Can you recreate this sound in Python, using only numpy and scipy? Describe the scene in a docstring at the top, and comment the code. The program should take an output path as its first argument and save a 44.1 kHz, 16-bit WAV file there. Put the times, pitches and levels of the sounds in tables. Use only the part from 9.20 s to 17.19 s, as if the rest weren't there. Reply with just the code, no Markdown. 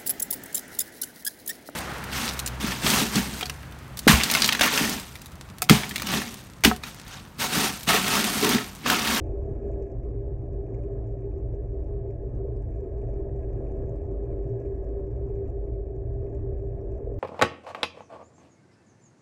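"""On an asphalt path, inside a closed camera housing on the handlebar of a coasting bicycle.
Wind and road shake the frame into a low rumble, the tyres roar and set the mount humming, and the
housing muffles the rush of air. The freewheel purrs on top, slowing a little. Sharp metallic ticks
and dull clacks poke through faintly, louder pawl clicks and grit among them. Bumps knock through
the fork, and a limiter holds the level."""
import sys
import numpy as np
from scipy import signal
from scipy.fft import rfft, irfft, next_fast_len
from scipy.io import wavfile
from scipy.ndimage import uniform_filter1d, minimum_filter1d

SR = 44100
rng = np.random.default_rng(int(sys.argv[2]) if len(sys.argv) > 2 else 0)


def dump_mix(stems):
    """Bounce the given channels to the path in sys.argv[1] as a 16-bit WAV at rate SR."""
    frames = np.atleast_2d(stems).T  # one column per channel
    limited = np.clip(frames, -1, 1)  # hard clip at full scale
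    pcm = np.round(limited * 32767).astype(np.int16)
    wavfile.write(sys.argv[1], SR, pcm)


N = 352359


def from_db(db):
    """Decibels to gain."""
    return 10 ** (np.asarray(db) / 20)


def rms_one(x):
    """Scale to rms 1."""
    return x / np.sqrt(np.mean(x ** 2) + 1e-20)


def automation(rows):
    """One curve for each value column of a (time, values...) table, read at every sample."""
    times, *columns = np.transpose(rows)
    return [np.interp(np.arange(N) / SR, times, column) for column in columns]


def swells(events):
    """A bell-shaped fader move in dB for each (centre time, length, change) row."""
    t = np.arange(N) / SR
    return sum(db * np.exp(-(2 * (t - centre) / length) ** 2) for centre, length, db in events)


def band(x, low_hz, high_hz, order=2):
    """Causal band-pass."""
    edges = np.clip([low_hz, high_hz], 10, .45 * SR)
    return signal.sosfilt(signal.butter(order, edges, "band", fs=SR, output="sos"), x + 1e-18)


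def drift(rate_hz):
    """Smooth random modulation, rms 1, mostly slower than the given rate."""
    hz = np.fft.rfftfreq(N, 1 / SR)
    return rms_one(irfft(rfft(rng.standard_normal(N)) / (1 + (hz / rate_hz) ** 2), N))


def throb(rate_hz):
    """An uneven wobble between -1 and 1, at about the given rate."""
    hz = np.fft.rfftfreq(N, 1 / SR)
    around_rate = np.exp(-(2 * (hz / rate_hz - 1)) ** 2)
    return np.tanh(rms_one(irfft(rfft(rng.standard_normal(N)) * around_rate, N)))


def coloured(spectrum):
    """Noise shaped by an EQ curve of (frequency, level) rows, rms 1."""
    hz, db = np.transpose(spectrum)
    size = next_fast_len(N)
    bin_hz = np.fft.rfftfreq(size, 1 / SR)
    gain = from_db(np.interp(np.log(bin_hz + 1), np.log(hz), db))
    return rms_one(irfft(rfft(rng.standard_normal(size)) * gain, size)[:N])


def shaken(modes, skirt, force=1):
    """Resonances, each driven by its own noise and rolled off about `skirt` widths out; rms 1."""
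    out = np.zeros(N)
    for hz, width, db in modes:
        radius = np.exp(-np.pi * width / SR)
        feedback = [1, -2 * radius * np.cos(2 * np.pi * hz / SR), radius * radius]
        mode = signal.lfilter([1, 0, -1], feedback, force * rng.standard_normal(N))
        reach = 1 + skirt * width / hz
        out += from_db(db) * rms_one(band(mode, hz / reach, hz * reach))
    return rms_one(out)


def levelled(x, span_s, amount):
    """Ride the gain against the signal's own swells (amount 0 to 1); rms 1."""
    size = max(int(span_s * SR), 2)
    power = uniform_filter1d(uniform_filter1d(x * x, size), size)
    return rms_one(x / (np.abs(power) + 1e-6) ** (amount / 2))


def clicks(events):
    """One impulse for each (time, level) row."""
    out = np.zeros(N)
    for start, db, *_ in events:
        out[int(start * SR)] += from_db(db)
    return out


def bursts(impulses, t60):
    """Each impulse fires a puff of noise that falls 60 dB in t60 seconds."""
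    envelope = signal.lfilter([1], [1, -from_db(-60 / (t60 * SR))], impulses + 1e-18)
    return envelope * rng.standard_normal(N)


def ring(impulses, hz, t60):
    """Each impulse strikes a decaying sine of its own height."""
    radius, angle = from_db(-60 / (t60 * SR)), 2 * np.pi * hz / SR
    feedback = [1, -2 * radius * np.cos(angle), radius * radius]
    return signal.lfilter([0, np.sin(angle)], feedback, impulses + 1e-18)


def placed(sounds):
    """Lay (time, samples) pairs on the timeline."""
    out = np.zeros(N + SR)
    for start, sound in sounds:
        first = int(start * SR)
        out[first:first + len(sound)] += sound
    return out[:N]


# sub-bass resonances of the frame: (frequency [Hz], width [Hz], relative level [dB])
FRAME_MODES = [(50.6, 9, 0.5), (41.2, 35, -6.5), (69.7, 20, -7)]
# the frame's rumble ducks briefly: (centre time [s], length [s], change [dB])
FRAME_DIPS = [(0.40, 0.028, -5.5), (0.70, 0.087, -14.5), (1.25, 0.11, -5), (1.50, 0.062, -12),
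              (1.88, 0.052, -11), (2.01, 0.074, -9.5), (2.92, .08, -8.5), (3.10, 0.044, -3.5),
              (3.33, 0.18, -0.5), (3.66, 0.058, -13), (4.70, 0.031, -9), (5.08, .05, -4.5),
              (5.35, 0.1, -5.5), (5.89, .06, -9), (6.22, 0.06, -6.5), (6.76, .12, -3.5), (7.1, 0.079, -9.5),
              (7.44, 0.031, -8.5), (7.53, 0.077, -4.5), (7.62, 0.044, -13.5), (7.815, 0.046, -20.5)]
# bass resonances of the fork: (frequency [Hz], width [Hz], relative level [dB])
FORK_MODES = [(112.4, 9, -1.5), (114.3, 35, -9)]
# the fork's drone sinks for a moment: (centre time [s], length [s], change [dB])
FORK_DIPS = [(0.05, 0.34, -6), (0.4, 0.13, -10), (0.57, 0.073, -12), (0.69, 0.057, -15.5),
             (0.84, 0.099, -9), (1.09, 0.053, -18.5), (1.37, 0.17, -6), (1.66, 0.086, -2),
             (2.14, 0.066, -10), (2.39, 0.052, -16.5), (2.62, 0.15, -15), (3.04, 0.056, -5.5),
             (3.65, 0.24, -9.5), (4.04, 0.084, -11.5), (4.45, 0.081, -5), (4.83, 0.12, -16.5),
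             (4.97, 0.089, -9.5), (5.21, .06, -14), (5.64, 0.33, -12.5), (6.14, 0.048, -9),
             (6.44, 0.14, -10.5), (6.66, 0.13, -13), (7.37, 0.059, -8), (7.79, 0.11, -23)]
# the fork judders: (centre time [s], length [s], boost [dB])
FORK_JUDDERS = [(1.74, 0.036, 7.5), (5.34, 0.17, 7)]

def frame_rumble():
    """The low end: wind and road shake frame and fork; now and then the fork judders louder while the frame's
    rumble ducks."""
    judder_db = swells(FORK_JUDDERS)
    buffeting_db = 0.8 * drift(rate_hz=12)
    frame_db = -31.5 + buffeting_db + swells(FRAME_DIPS) - 0.7 * judder_db
    fork_db = -37 + 2.5 * throb(rate_hz=4.2) + swells(FORK_DIPS) + judder_db
    frame = levelled(shaken(FRAME_MODES, skirt=2.2), span_s=0.056, amount=1.0)
    fork = levelled(shaken(FORK_MODES, skirt=1.2), span_s=0.068, amount=0.9)
    return from_db(frame_db) * frame + from_db(fork_db) * fork


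# broad resonance of the mount: (frequency [Hz], width [Hz], relative level [dB])
MOUNT_MODES = [(399.8, 36, 0)]
# slow fader ride on the hum: (time [s], level [dB])
HUM_SWELL = [(0, -37), (1.2, -38), (1.7, -37.5), (2.3, -38.5), (3.3, -37.5), (3.75, -38), (4.3, -36.5),
             (4.8, -38.5), (5.2, -36), (5.4, -36), (5.6, -38), (6.15, -34.5), (6.6, -39), (7.1, -36.5),
             (7.7, -39), (7.97, -43)]
# the hum sinks for a moment: (centre time [s], length [s], change [dB])
HUM_DIPS = [(0.07, 0.11, -10), (0.36, 0.21, -4), (0.78, .15, -7), (1.23, 0.31, -6), (1.48, 0.044, -5),
            (1.62, 0.055, -7.5), (1.87, 0.098, -11), (2.12, 0.039, -7.5), (2.32, 0.087, -11.5),
            (2.47, 0.049, -6.5), (2.65, 0.1, -7), (2.98, 0.082, -13), (3.13, 0.12, -9), (3.48, 0.17, -16),
            (3.88, 0.078, -5), (4.22, 0.041, -14), (4.34, 0.037, -11.5), (4.5, 0.11, -8),
            (4.71, 0.03, -8.5), (5.93, 0.15, -5), (6.3, 0.06, -11), (6.51, 0.037, -2.5), (6.88, 0.098, -7),
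            (7.2, 0.039, -13), (7.6, 0.038, -3.5)]

def mount_hum():
    """Road buzz keeps one narrow resonance of the mount singing: a wavering tone over a rough skirt."""
    swell_db, = automation(HUM_SWELL)
    hum_db = swell_db + swells(HUM_DIPS) + 2.25 * throb(rate_hz=5.7)
    pitch_hz = 394.6 + 4 * drift(rate_hz=14)
    tone = np.sqrt(2) * np.sin(2 * np.pi * np.cumsum(pitch_hz) / SR)
    roughness = from_db(-5) * shaken(MOUNT_MODES, skirt=5.0)
    return from_db(hum_db) * rms_one(tone + roughness)


# coarseness of the asphalt: (time [s], relative roar level [dB], relative hiss level [dB])
ROAD_TEXTURE = [(0, -42.5, -71.5), (0.58, -42, -69), (0.75, -44.5, -71.5), (1.25, -45.5, -74.5),
                (1.57, -43, -70), (2.1, -45, -73), (3.0, -45, -73), (3.4, -45.5, -73), (3.9, -42.5, -70.5),
                (4.6, -41, -68.5), (4.9, -43, -72.5), (5.45, -42.5, -68.5), (5.9, -45, -73),
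                (6.3, -44.0, -70.5), (6.6, -47, -75), (7.15, -44, -71), (7.97, -44.5, -73)]
# midrange body of tyre and wheel: (frequency [Hz], width [Hz], relative level [dB])
WHEEL_MODES = [(315, 65, 4.5), (472, 82, -0.5), (575.8, 10, -2), (653.2, 32, -2.5), (710, 60, -9),
               (847.6, 12, -18)]
# upper-mid colour of the housing: (frequency [Hz], width [Hz], relative level [dB])
HOUSING_MODES = [(1664, 42, 3.5), (1863, 220, 2), (2330, 270, -12.5), (2490, 160, -17)]

def tyres(roar_db, hiss_db):
    """The grain of the asphalt drives the wheel into a roar and the housing into a spurting hiss."""
    roar = shaken(WHEEL_MODES, skirt=1.7, force=from_db(0.6 * drift(rate_hz=44)))
    hiss = shaken(HOUSING_MODES, skirt=4.0, force=from_db(1.9 * drift(rate_hz=81)))
    return from_db(roar_db - 0.3) * roar + from_db(hiss_db - 4.0) * hiss


# dark EQ curve of air heard through the housing: (frequency [Hz], relative level [dB])
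WIND_SPECTRUM = [(15, 8.5), (120, 3.5), (180, -3.5), (260, 0), (520, -6), (760, -22), (900, -23.5),
                 (1100, -23.5), (1320, -31), (1520, -39), (2700, -51), (4200, -67), (9000, -62.5),
                 (12000, -69)]

def wind(roar_db):
    """Air rushes past the housing, swelling with the tyre roar and gusting on its own."""
    swell_db = 1.2 * (roar_db - np.mean(roar_db))
    gust_db = 2 * drift(rate_hz=7.2)
    return from_db(-43 + swell_db + gust_db) * coloured(WIND_SPECTRUM)


# bright ring of small metal parts: (frequency [Hz], relative level [dB], decay t60 [s])
METAL_MODES = [(4860, -10.5, 0.045), (5266, -7, 0.041), (5440, -5.5, 0.018), (6030, -5, 0.0098),
               (6520, -4.5, .016), (6870, -0.5, 0.019), (7500, -9.5, 0.055), (8100, -7.5, 0.036),
               (8320, -12.5, 0.022)]

def metal_ring(hits):
    """Every hit strikes each mode of the metal with a random strength, so the colour keeps shifting."""
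    return sum(ring(hits * rng.standard_normal(N), hz, t60) * from_db(db) for hz, db, t60 in METAL_MODES)


# pace of the ratchet as the wheel slows: (time [s], click rate [1/s])
FREEWHEEL_RATE = [(0, 60.2), (1, 59.87), (2, 59.46), (3, 59.32), (4, 58.12), (5, 57.7), (6, 57.37),
                  (7, 57.14), (8, 54.7)]

def freewheel(hiss_db):
    """The pawl drops off each ratchet tooth: a fast metallic purr that also knocks on the housing."""
    clicks_per_s, = automation(FREEWHEEL_RATE)
    slack_teeth = 0.11 * drift(rate_hz=25)   # play in the ratchet nudges clicks early or late
    teeth_passed = np.floor(np.maximum.accumulate(np.cumsum(clicks_per_s) / SR + slack_teeth))
    drops = np.diff(teeth_passed, prepend=teeth_passed[0])
    level_db = -75 + 0.86 * (hiss_db - np.mean(hiss_db)) + 2 * throb(rate_hz=2.8)
    accent_db = 5.5 * np.tanh(rng.standard_normal(N))
    hits = drops * from_db(level_db + accent_db)
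    crack = band(bursts(hits, t60=0.046), 5200, 7800)
    knock = band(bursts(hits, t60=0.028), 2050, 2650, order=3)
    return from_db(-13) * metal_ring(hits) + from_db(-4) * crack + from_db(14) * knock


# sharp metallic ticks: (time [s], relative level [dB], band centre [Hz], decay t60 [s])
METALLIC_TICKS = [(0.04, -66, 6400, 0.027), (0.263, -69.5, 6500, .025), (0.298, -72, 6200, .025),
                  (0.465, -73, 6000, 0.027), (0.483, -72, 6400, .025), (0.5143, -63, 6800, .03),
                  (0.532, -68, 6950, .025), (0.624, -61, 5750, 0.063), (0.652, -75, 6200, .03),
                  (0.716, -66, 6400, .03), (1.3314, -69, 6240, 0.027), (1.4654, -75, 6140, .03),
                  (1.544, -63.5, 6100, 0.04), (1.634, -69, 7060, .05), (1.87, -67.5, 6100, .03),
                  (2.157, -72.5, 5670, .04), (2.182, -68.5, 5850, .04), (2.348, -68, 6300, .025),
                  (2.54, -75, 5800, 0.025), (2.6077, -72.5, 5800, .03), (2.907, -66.5, 5700, 0.047),
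                  (3.15, -68, 6200, 0.03), (3.3648, -65.5, 5350, .03), (3.422, -64, 6930, .03),
                  (3.606, -63.5, 6500, .03), (3.7804, -69, 6300, .03), (3.816, -67, 6100, .025),
                  (3.885, -68, 6200, .03), (3.899, -75, 6200, .025), (3.935, -65.5, 6400, .025),
                  (4.162, -66.5, 6000, 0.028), (4.33, -65.5, 6500, 0.034), (4.466, -73, 6200, .025),
                  (4.516, -65.5, 6560, 0.033), (4.677, -71, 6600, .03), (4.694, -64, 6700, .03),
                  (4.759, -66.5, 7500, .03), (4.914, -68.5, 6300, 0.03), (4.939, -69, 5600, .03),
                  (5.037, -66.5, 5800, .03), (5.2295, -68, 6600, .025), (5.276, -69.5, 5600, .03),
                  (5.295, -66.5, 5950, .025), (5.4006, -63, 6000, .03), (5.643, -63.5, 5800, .03),
                  (5.686, -71, 5800, 0.023), (5.868, -67, 6060, 0.028), (5.912, -69, 6000, .025),
                  (5.963, -70, 6200, 0.033), (6.066, -73, 6000, .025), (6.152, -73, 6200, .03),
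                  (6.2557, -67, 5960, .03), (6.276, -68.5, 6500, .025), (6.298, -67, 6500, .025),
                  (6.552, -73, 5600, .03), (6.7615, -68, 6300, .03), (6.9355, -67.5, 5860, 0.028),
                  (7.042, -71, 5500, .03), (7.065, -69, 6000, .025), (7.097, -69, 6200, .025),
                  (7.1464, -62.5, 6740, 0.045), (7.6126, -69.5, 5500, 0.034), (7.718, -65, 5900, 0.033),
                  (7.751, -68, 6200, .025), (7.7772, -69.5, 6000, .03), (7.9399, -66, 6650, 0.033)]

def metallic_ticks(hiss_db):
    """Sharp ticks, louder pawl clicks among them, ring and knock on the housing over a fine sizzle."""
    t = np.arange(SR // 5) / SR
    cracks = []
    for start, db, hz, t60 in METALLIC_TICKS:
        puff = from_db(db - 60 * t / t60) * rng.standard_normal(len(t))
        cracks.append((start, band(puff, hz / 1.1, hz * 1.1)))
    hits = clicks(METALLIC_TICKS)
    knock = band(bursts(hits, t60=0.034), 1900, 2700, order=3)
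    sizzle = rms_one(band(rng.standard_normal(N), 5200, 7200)) * from_db(hiss_db - np.mean(hiss_db))
    ticks = from_db(-10) * metal_ring(hits) + from_db(2) * placed(cracks) + from_db(6.5) * knock
    return ticks + from_db(-92) * sizzle


# bumps in the asphalt: (time [s], relative level [dB], pitch [Hz])
BUMP_HITS = [(0.060, -37, 540), (0.496, -30, 510), (0.591, -30, 560), (0.613, -23.5, 422),
             (1.756, -40, 450), (2.336, -25.5, 442), (3.032, -28, 445), (3.247, -25, 476),
             (3.280, -29, 450), (3.832, -30, 436), (3.887, -27, 567), (4.066, -33.5, 572),
             (4.403, -30, 515), (4.631, -26, 464), (4.729, -40, 544), (5.145, -35, 436), (5.631, -31, 562),
             (6.481, -37, 476), (7.624, -29.5, 444), (7.808, -25.5, 430), (7.870, -21.5, 466),
             (7.896, -27, 465), (7.914, -26.5, 463)]
# partials of the knocked wheel: (ratio to pitch [x], relative level [dB], decay t60 [s])
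KNOCK_MODES = [(.85, -2.5, 0.015), (1, 4.5, 0.041), (1.25, -5.5, 0.02)]

def bumps():
    """Each bump rings the wheel briefly at its own pitch; the soft tyre rounds off the attack."""
    t = np.arange(SR // 5) / SR
    partials = []
    for start, hit_db, pitch_hz in BUMP_HITS:
        for ratio, db, t60 in KNOCK_MODES:
            envelope = from_db(hit_db + db - 60 * t / t60)
            partials.append((start, envelope * np.sin(2 * np.pi * pitch_hz * ratio * t)))
    return from_db(-7) * band(placed(partials), 390, 680, order=4)


def scattered(hiss_db, per_s, floor_db, spread_db):
    """A spray of impulses of random size and timing, denser on coarse asphalt."""
    fired = rng.random(N) < per_s * from_db(hiss_db - np.mean(hiss_db)) / SR
    level_db = floor_db + spread_db * np.minimum(rng.exponential(1, N), 2.4)
    return fired * from_db(level_db)


# dull clacks through the housing, from the freewheel pawl and grit: (time [s], relative level [dB])
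DULL_CLACKS = [(0.3646, -56), (0.449, -60), (0.466, -59), (0.482, -58), (0.531, -57.5), (0.623, -56.5),
               (1.4653, -54), (1.5435, -51.5), (1.6317, -51), (2.902, -57.5), (3.8157, -55), (4.4657, -62),
               (4.4977, -58), (4.676, -58), (5.127, -56), (5.452, -54), (5.642, -64), (5.962, -67),
               (6.2555, -54.5), (6.476, -61), (6.551, -65), (7.064, -55.5), (7.146, -59)]
# shorter snaps of the finest grains: (time [s], relative level [dB])
GRAIN_SNAPS = [(0.426, -69), (0.623, -62), (1.031, -65), (1.678, -65.5), (2.997, -72), (4.358, -65),
               (4.771, -62), (6.276, -65), (7.153, -61)]

def clacks_and_crackle(hiss_db):
    """Pawl and grit clack dully through the plastic housing; fine grains snap and sand crackles."""
    hits = clicks(DULL_CLACKS) + scattered(hiss_db, per_s=35, floor_db=-71.5, spread_db=3.0)
    clacks = band(bursts(hits, t60=0.024), 1950, 2550, order=3)
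    snaps = band(bursts(clicks(GRAIN_SNAPS), t60=0.015), 1500, 3500, order=3)
    sand = scattered(hiss_db, per_s=5.2, floor_db=-68.5, spread_db=2.5)
    crackle = band(bursts(sand, t60=0.004), 2800, 3900)
    return from_db(8.5) * clacks + from_db(2) * snaps + crackle


# notches where the mount passes little vibration: (frequency [Hz], width [Hz])
MOUNT_NOTCHES = [(616, 15), (1170, 34), (1530, 37), (2050, 59)]

def through_mount(x):
    """Between two modes of the mount their motions cancel and carve a notch."""
    for hz, width in MOUNT_NOTCHES:
        x = signal.lfilter(*signal.iirnotch(hz, hz / width, fs=SR), x)
    return x


def scene():
    """The mono mix: a bed of rumble, hum, tyres and air with small hits on top, coloured by the mount."""
    roar_db, hiss_db = automation(ROAD_TEXTURE)
    bed = frame_rumble() + mount_hum() + tyres(roar_db, hiss_db) + wind(roar_db)
    hits = clacks_and_crackle(hiss_db) + bumps() + freewheel(hiss_db) + metallic_ticks(hiss_db)
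    return through_mount(bed + hits)[None, :]


def limiter(x, threshold_db, release_db_per_s, strength):
    """The gain ducks just ahead of each peak by a share (strength) of the overshoot, then recovers."""
    over_db = strength * np.maximum(20 * np.log10(np.abs(x) + 1e-9) - threshold_db, 0)
    release_ramp = release_db_per_s * np.arange(N) / SR
    cut_db = np.maximum.accumulate(over_db + release_ramp, axis=-1) - release_ramp
    gain_db = minimum_filter1d(-cut_db, size=300)   # look-ahead and hold
    smooth_db = uniform_filter1d(uniform_filter1d(gain_db, size=200), size=200)
    return x * from_db(smooth_db)


def record(dry):
    """The master chain: a limiter, then a steep high cut that is 60 dB down at 12650 Hz."""
    held = limiter(dry, threshold_db=-22.5, release_db_per_s=85.5, strength=0.69)
    high_cut = signal.cheby2(12, 60, 12650, fs=SR, output="sos")
    return signal.sosfilt(high_cut, held)


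dry = scene()
out = record(dry)
dump_mix(out)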